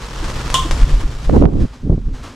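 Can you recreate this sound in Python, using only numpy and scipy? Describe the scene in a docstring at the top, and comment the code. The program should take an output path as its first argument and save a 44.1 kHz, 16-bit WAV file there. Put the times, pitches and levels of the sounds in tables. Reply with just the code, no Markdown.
"""A parrot flies across a small living room and close past the microphone: each stroke is a low pressure pulse
that rings room resonances, and shaped noise gives the feathers' rush, swishes and last flaps.
Soft puffs and feather ticks join the strokes; one sharp hollow snap, of decaying sines and noise, rings on.
The parrot's wake buffets the microphone twice, as turbulent noise with pointed pressure dips.
The input clips whatever exceeds full scale."""
import sys
import numpy as np
from scipy import signal
from scipy.fft import rfft, irfft
from scipy.io import wavfile

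SR = 44100
rng = np.random.default_rng(int(sys.argv[2]) if len(sys.argv) > 2 else 0)


def int16_out(signal):
    """Quantize to a 16-bit WAV file."""
    q = np.round(np.clip(np.atleast_2d(signal).T, -1, 1) * 32767)
    wavfile.write(sys.argv[1], SR, q.astype(np.int16))


N = 103635
T, HZ = np.arange(N) / SR, np.fft.rfftfreq(N, 1 / SR)


def amp(db):
    """Decibels to amplitude gain."""
    return 10 ** (np.asarray(db) / 20)


def evened(x):
    """Normalizes to unit rms."""
    return x / np.sqrt(np.mean(x ** 2) + 1e-20)


def spectrum(points):
    """Interpolates (Hz, value) points on a logarithmic frequency axis."""
    f, value = np.transpose(points)
    return np.interp(np.log(HZ + 1), np.log(f), value)


def curve(points):
    """Interpolates (s, value) points linearly in time."""
    return np.interp(T, *np.transpose(points))


def panned(db):
    """Level-difference stereo: left and right gains, left over right in dB."""
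    return amp(np.array([[db], [-db]]) / 2)


def noise(db, same):
    """Partly coherent stereo noise: the mid-side balance sets the left-right likeness at each frequency."""
    mid, side = rfft(rng.standard_normal((2, N)))
    same = np.clip(same, -1, 1)
    mid = mid * np.sqrt(1 + same)
    side = side * np.sqrt(1 - same)
    return evened(irfft(np.array([mid + side, mid - side]) * amp(db), N))


def wander(hz):
    """Low-pass random modulation of unit rms, with a Gaussian spectrum of the given width."""
    return evened(irfft(rfft(rng.standard_normal(N)) * np.exp(-(HZ / hz) ** 2), N))


def octaves(x):
    """Filter bank of overlapping octave bands that sum to the input: (centre Hz, band)."""
    centres = np.geomspace(62.5, 16000, 9)
    z = rfft(x)
    bands = []
    for i, f in enumerate(centres):
        weight = np.eye(len(centres))[i]  # one at this centre, zero at the others
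        bands.append((f, irfft(z * spectrum(list(zip(centres, weight))), N)))
    return bands


# Reverberation of the room. Each row: frequency in Hz, 60 dB decay time in seconds.
ROOM_DECAY = [(150, 0.39), (1000, 0.38), (3000, 0.21), (7000, 0.53), (14000, 0.41)]
# Coherence of diffuse sound at the two channels. Each row: frequency in Hz, left-right likeness (1 is identical).
LIKENESS = [(50, 1), (290, 0.98), (1400, 0.81), (3000, 0.65), (7000, 0.78), (15000, 0.27)]


def room(x, tail_db):
    """Reverberation: direct sound plus a diffuse tail in which each octave decays at its own rate."""
    tail = np.zeros((2, N))
    for f, band in octaves(noise(0 * HZ, spectrum(LIKENESS))):
        t60 = np.interp(f, *np.transpose(ROOM_DECAY))
        tail += band * amp(-60 * T / t60)
    tail = tail * np.minimum(T / 0.0028, 1)  # build-up in seconds
    tail = amp(tail_db) * tail / np.linalg.norm(tail[0])
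    return x + signal.fftconvolve(x, tail, axes=1)[:, :N]


# Strength of the air's motion. Each row: time in seconds, level in dB.
STIR_LEVEL = [(0, -36.5), (.2, -26), (.6, -20), (.95, -16.5), (1.15, -26), (1.5, -23), (1.75, -34.5),
              (2.0, -34.5), (2.24, -27.5), (2.35, -39.5)]
# Colour of its rumble. Each row: frequency in Hz, relative density in dB per Hz.
RUMBLE_COLOUR = [(12, -25), (30, 4), (58, -2), (100, -15), (140, -8), (190, -28), (265, -19), (380, -31),
                 (800, -45), (3000, -77)]


def stirred_air():
    """Broadband flow noise: the low rumble of the air that the wings keep moving."""
    return amp(curve(STIR_LEVEL)) * noise(spectrum(RUMBLE_COLOUR), spectrum(LIKENESS))


SNAP_S = 0.5422  # moment of the snap in seconds
# Hollow's modes. Each row: frequency in Hz, relative level in dB, 60 dB decay time in seconds.
HOLLOW_MODES = [(1053, 0, 0.12), (1150, -23, 0.21)]
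# Returns from the walls. Each row: delay in seconds, level in dB relative to the first ring.
WALL_ECHOES = [(0.04, -1), (.097, -12)]


def snap_ring(ring_db=-9.5, echo_rise_s=0.0042, room_db=-8):
    """Modal resonance: a small hollow rings in decaying sines, renewed as the walls throw the ring back."""
    age = np.maximum(T - SNAP_S, 0)
    ring = np.zeros(N)
    for hz, db, t60 in HOLLOW_MODES:
        level = amp(-60 * age / t60)
        for delay, echo_db in WALL_ECHOES:
            late = np.maximum(age - delay, 0)
            level = level + np.minimum(late / echo_rise_s, 1) * amp(echo_db - 60 * late / t60)
        ring += amp(db) * level * np.sin(2 * np.pi * hz * age)
    return room(amp(ring_db) * ring * panned(0), tail_db=room_db)


# Colour of the crack. Each row: frequency in Hz, relative density in dB per Hz.
CRACK_COLOUR = [(300, -7), (1200, -0.5), (2500, -7), (4200, -4.5), (6000, -1), (7700, 0), (10000, -11.5),
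                (12500, -16.5), (15000, -33)]
CRACK_DB, CRACK_S = -10.5, 0.0013  # level, time constant in s
SPLASH_DB, SPLASH_S = -23.5, 0.029  # level, time constant in s
TAIL_DB, TAIL_T60_S = -27, 0.52
CLACK_HZ, CLACK_WIDTH_HZ, CLACK_DB, CLACK_T60_S = 3235, 427, -14.5, 0.29


def snap_crack():
    """Impulsive excitation: noise falls as crack, splash and tail, beside the hollow's broad upper resonance."""
    age = np.maximum(T - SNAP_S, 0)
    crack = amp(CRACK_DB) * np.exp(-age / CRACK_S)
    splash = amp(SPLASH_DB) * np.exp(-age / SPLASH_S)
    tail = amp(TAIL_DB - 60 * age / TAIL_T60_S)
    burst = (crack + splash + tail) * noise(spectrum(CRACK_COLOUR), spectrum(LIKENESS))
    resonance = -20 * np.log10(1 + ((HZ - CLACK_HZ) / CLACK_WIDTH_HZ) ** 4)
    clack = amp(CLACK_DB - 60 * age / CLACK_T60_S) * noise(resonance, spectrum(LIKENESS))
    return (age > 0) * (clack + burst)


# Colour of turbulence before tilting. 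Each row: frequency in Hz, relative density in dB per Hz.
WIND_COLOUR = [(10, -5), (40, 1.5), (70, -1), (140, -6), (270, -6.5), (420, -13.5), (600, -22),
               (900, -30.5), (1400, -46), (2500, -67.5), (6000, -78), (16000, -100)]
WIND_REF_DB = -6  # gust level at which the tilt is as listed
BRIGHTEN, BRIGHT_HZ = 0.53, 308  # tilt in dB per octave for each dB of level; corner of the tilt
EDDY_DB, EDDY_HZ = 1.5, 69.4  # rms depth and rate of the lumps


def gust(points, pan_db, alike_hz):
    """Turbulent pressure at two ports: lumpy, brighter when stronger, and coherent only in the bass."""
    s, db, tilt = np.transpose(points)
    level = np.interp(T, s, db, left=-100, right=-100) - WIND_REF_DB + EDDY_DB * wander(EDDY_HZ)
    tilt = np.interp(T, s, tilt) + np.minimum(level, 2) * BRIGHTEN
    air = noise(spectrum(WIND_COLOUR), 1 / (1 + (HZ / alike_hz) ** 2))
    wind = np.zeros((2, N))
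    for f, band in octaves(air):
        wind += band * amp(WIND_REF_DB + level + tilt * np.log2(1 + f / BRIGHT_HZ))
    return panned(pan_db) * wind


# Single eddies. Each row: time in seconds, level in dB before blunting, width in seconds, left over right in dB.
EDDY_THUMPS = [(1.2957, 0.5, 0.00068, -9), (1.2973, -0.5, 0.00047, -11.5), (1.3425, -8.5, .0005, -14),
               (1.3754, 2.5, 0.00077, -9), (1.4211, 7, 0.0011, -7), (1.4246, 5.5, 0.00052, -8),
               (1.4449, 2, 0.00072, -11.5), (1.4553, -8.5, 0.00028, -14), (1.5365, -17.5, 0.00044, -2),
               (1.611, -1, 0.0025, -1), (1.8984, 3.5, .0012, 9), (1.9799, -3.5, 0.0013, 4)]


def buffeted(wind, sharp_s=0.0017, blunt=0.35, clear_s=0.0021):
    """Vortex suction: small eddies replace the turbulence with pressure dips, more pointed when narrower."""
    dips = np.zeros((2, N))
    for s, db, width, pan in EDDY_THUMPS:
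        u = np.hypot((T - s) / width, min(width / sharp_s, blunt))  # the second term rounds the tip
        dips -= panned(pan) * amp(db) * (1 - u) * np.exp(-u)
        wind = wind * (1 - np.exp(-((T - s) / clear_s) ** 2))
    return wind + dips


# Two gusts. Each row: time in seconds, level in dB before tilting, brightness tilt in dB per octave
# before the level adds its share.
WAKE_FIRST = [(1.27, -29, -5), (1.297, -10.5, 0.5), (1.325, -7.5, -3), (1.345, -11, 8.5), (1.375, -8.5, 4),
              (1.40, -8, -7), (1.423, -7.5, 5.5), (1.465, -8, -0.5), (1.49, -21, 10.5), (1.522, -20.5, 8),
              (1.538, -11, -3), (1.62, -9, -5), (1.655, -11, -4.5), (1.675, -53, 1)]
WAKE_SECOND = [(1.81, -33, -9), (1.84, -11, -9.5), (1.89, -11.5, -5.5), (1.908, -9, -1), (1.94, -7.5, -6),
               (1.962, -16, -13), (1.982, -14.5, -3.5), (2.005, -15, -13.5), (2.05, -13, -27.5),
               (2.088, -12, -11), (2.12, -16, -10.5), (2.17, -27, -8)]


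def wake():
    """Wake turbulence: two gusts of the parrot's wake cross the microphone, with single eddies in them."""
    first = gust(WAKE_FIRST, pan_db=-3.0, alike_hz=210)
    second = gust(WAKE_SECOND, pan_db=-3.7, alike_hz=700)
    return buffeted(first + second)


# Feather flicks. Each row: time in seconds, level in dB, left over right in dB.
FEATHER_TICKS = [(.301, -17.5, 1.5), (.502, -10.5, 0), (0.7114, -6, 2.5)]
# Colour of the scuff. Each row: frequency in Hz, relative level in dB.
SCUFF_COLOUR = [(200, -4.5), (1000, 3), (3000, 4), (7000, 5), (11000, -5), (15000, -34)]


def ticks(width_s=0.00005, scuff_s=0.0088, scuff_db=-19):
    """Impulse and friction: stiff feathers flick together in a sharp two-sided pulse and a brief scuff."""
    hiss = noise(spectrum(SCUFF_COLOUR), spectrum(LIKENESS))
    flicks = np.zeros((2, N))
    for s, db, pan in FEATHER_TICKS:
        u = (T - s) / width_s
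        pulse = 2 * u / (1 + u ** 2)
        scuff = amp(scuff_db) * (T >= s) * np.exp(-abs(T - s) / scuff_s) * hiss
        flicks += panned(pan) * amp(db) * (pulse + scuff)
    return room(flicks, tail_db=-2)


# Air shed by the wings. Each row: time in seconds, peak level in dB.
AIR_PUFFS = [(0.233, -24), (0.659, -19), (0.927, -30.5), (1.038, -26)]


def puffs(width_s=0.0075, pitch_hz=315, waver=0.107):
    """Frequency-modulated bursts: soft whumps of shed air, a few uneven cycles each."""
    level = sum(amp(db) * np.exp(-((T - s) / width_s) ** 2) for s, db in AIR_PUFFS)
    pitch = pitch_hz * (1 + waver * wander(pitch_hz))
    return level * np.sin(2 * np.pi * np.cumsum(pitch) / SR)


# Flaps behind the microphone. Each row: time in seconds, level in dB, rise in seconds, fade in seconds.
LAST_FLAPS = [(1.614, -34.5, 0.018, 0.047), (1.744, -41, 0.02, 0.046), (2.156, -37, 0.022, 0.14),
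              (2.243, -33.5, 0.011, 0.075)]
# Colour of air through feathers, here and in the rush. Each row: frequency in Hz, relative density in dB per Hz.
FEATHER_COLOUR = [(30, 0), (130, 7.5), (280, 0), (450, 1), (750, -3.5), (1100, 0.5), (2000, -7),
                  (3200, -8.5), (5500, -11.5), (7500, -16), (10000, -23.5), (12500, -29.5), (15500, -39.5)]


def last_flaps(tilt_db=-0.44, boom_hz=258, boom_width_hz=24, boom_db=14.5):
    """Noise coloured by resonance: separate, duller swishes with one low room resonance raised."""
    level = np.zeros(N)
    for s, db, rise, fade in LAST_FLAPS:
        before, after = np.minimum(T - s, 0), np.maximum(T - s, 0)
        level += amp(db) * np.exp(-(before / rise) ** 2 - after / fade)
    tilt = tilt_db * np.log2(1 + HZ / 1000)  # dB per octave in the treble
    boom = boom_db * np.exp(-((HZ - boom_hz) / boom_width_hz) ** 2)
    return level * noise(spectrum(FEATHER_COLOUR) + tilt + boom, spectrum(LIKENESS))


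# Steady rush as the bird nears and leaves. Each row: time in seconds, level in dB.
RUSH_LEVEL = [(0, -34), (.2, -31), (.29, -32), (.5, -30.5), (.8, -31.5), (.95, -33.5), (1.08, -37),
              (1.4, -38), (1.47, -51.5), (1.58, -45), (1.8, -49), (1.9, -50), (2.1, -50), (2.35, -52)]
# Down- and upstroke swishes. Each row: time in seconds, level in dB over the steady rush.
STROKE_SWISHES = [(0.041, -0.5), (.25, 2), (.298, 5), (.365, 0), (0.402, 2.5), (.472, 1), (.785, -0.5),
                  (.82, 4.5), (0.898, 1.5), (.937, 0.5), (1.011, 3), (1.128, 0.5), (1.25, 1.5)]


def feather_rush(swish_s=0.016, grain_db=1.52, grain_hz=250):
    """Amplitude-modulated flow noise: grainy hiss through feathers, its power swelling at each swish."""
    beat = sum(amp(db) ** 2 * np.exp(-((T - s) / swish_s) ** 2) for s, db in STROKE_SWISHES)
    level = amp(curve(RUSH_LEVEL) + grain_db * wander(grain_hz)) * np.sqrt(1 + beat)
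    return level * noise(spectrum(FEATHER_COLOUR), spectrum(LIKENESS))


# Strokes of the wings. Each row: time in seconds, peak level of the pressure pulse in dB.
WING_STROKES = [(0.044, -26), (0.21, -16.5), (0.259, -18), (0.364, -21), (0.468, -18), (.514, -16),
                (0.623, -22), (.728, -7.5), (.833, -4.5), (0.941, -3), (1.052, -7), (1.164, -17.5),
                (1.284, -6.5)]
# Low room resonances. Each row: frequency in Hz, 60 dB decay time in seconds, relative level in dB.
ROOM_BOOM = [(35, 0.21, -9.5), (54.6, 0.34, -8.5), (138, .5, -4.5)]


def wing_pressure(push_s=0.0059, lag_s=0.0018):
    """Displaced air drives room modes: each stroke sucks, then pushes, and the room booms after it."""
    push = np.zeros(N)
    for s, db in WING_STROKES:
        u = (T - s) / push_s
        push += amp(db) * u * np.exp((1 - u ** 2) / 2)
    age = np.maximum(T - lag_s, 0)
    ring = np.zeros(N)
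    for hz, t60, db in ROOM_BOOM:
        ring += amp(db - 60 * age / t60) * np.sin(2 * np.pi * hz * age) * hz / SR
    return push + signal.fftconvolve(push, ring)[:N]


def scene():
    """Superposition of the flight, the snap and the wake."""
    wings = wing_pressure() + stirred_air() + feather_rush() + puffs() + last_flaps() + ticks()
    return wings + snap_ring() + snap_crack() + wake()


# Stereo width. Each row: time in seconds, gain of the left-right difference in dB.
SIDE_GAIN = [(1.45, 1.5), (1.9, -7), (2.05, -6), (2.2, -27)]


def record(dry, edge_hz=15700):
    """Saturation and band limiting: the image narrows, a hard knee clips peaks, and a low-pass follows."""
    mid = dry.mean(0)
    heard = mid + (dry - mid) * amp(curve(SIDE_GAIN))
    clipped = heard / (1 + heard ** 16) ** (1 / 16)
    low_pass = signal.firwin(255, edge_hz, window=("kaiser", 8), fs=SR)
    return signal.oaconvolve(clipped, low_pass[None], "same")


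dry = scene()
out = record(dry)
int16_out(out)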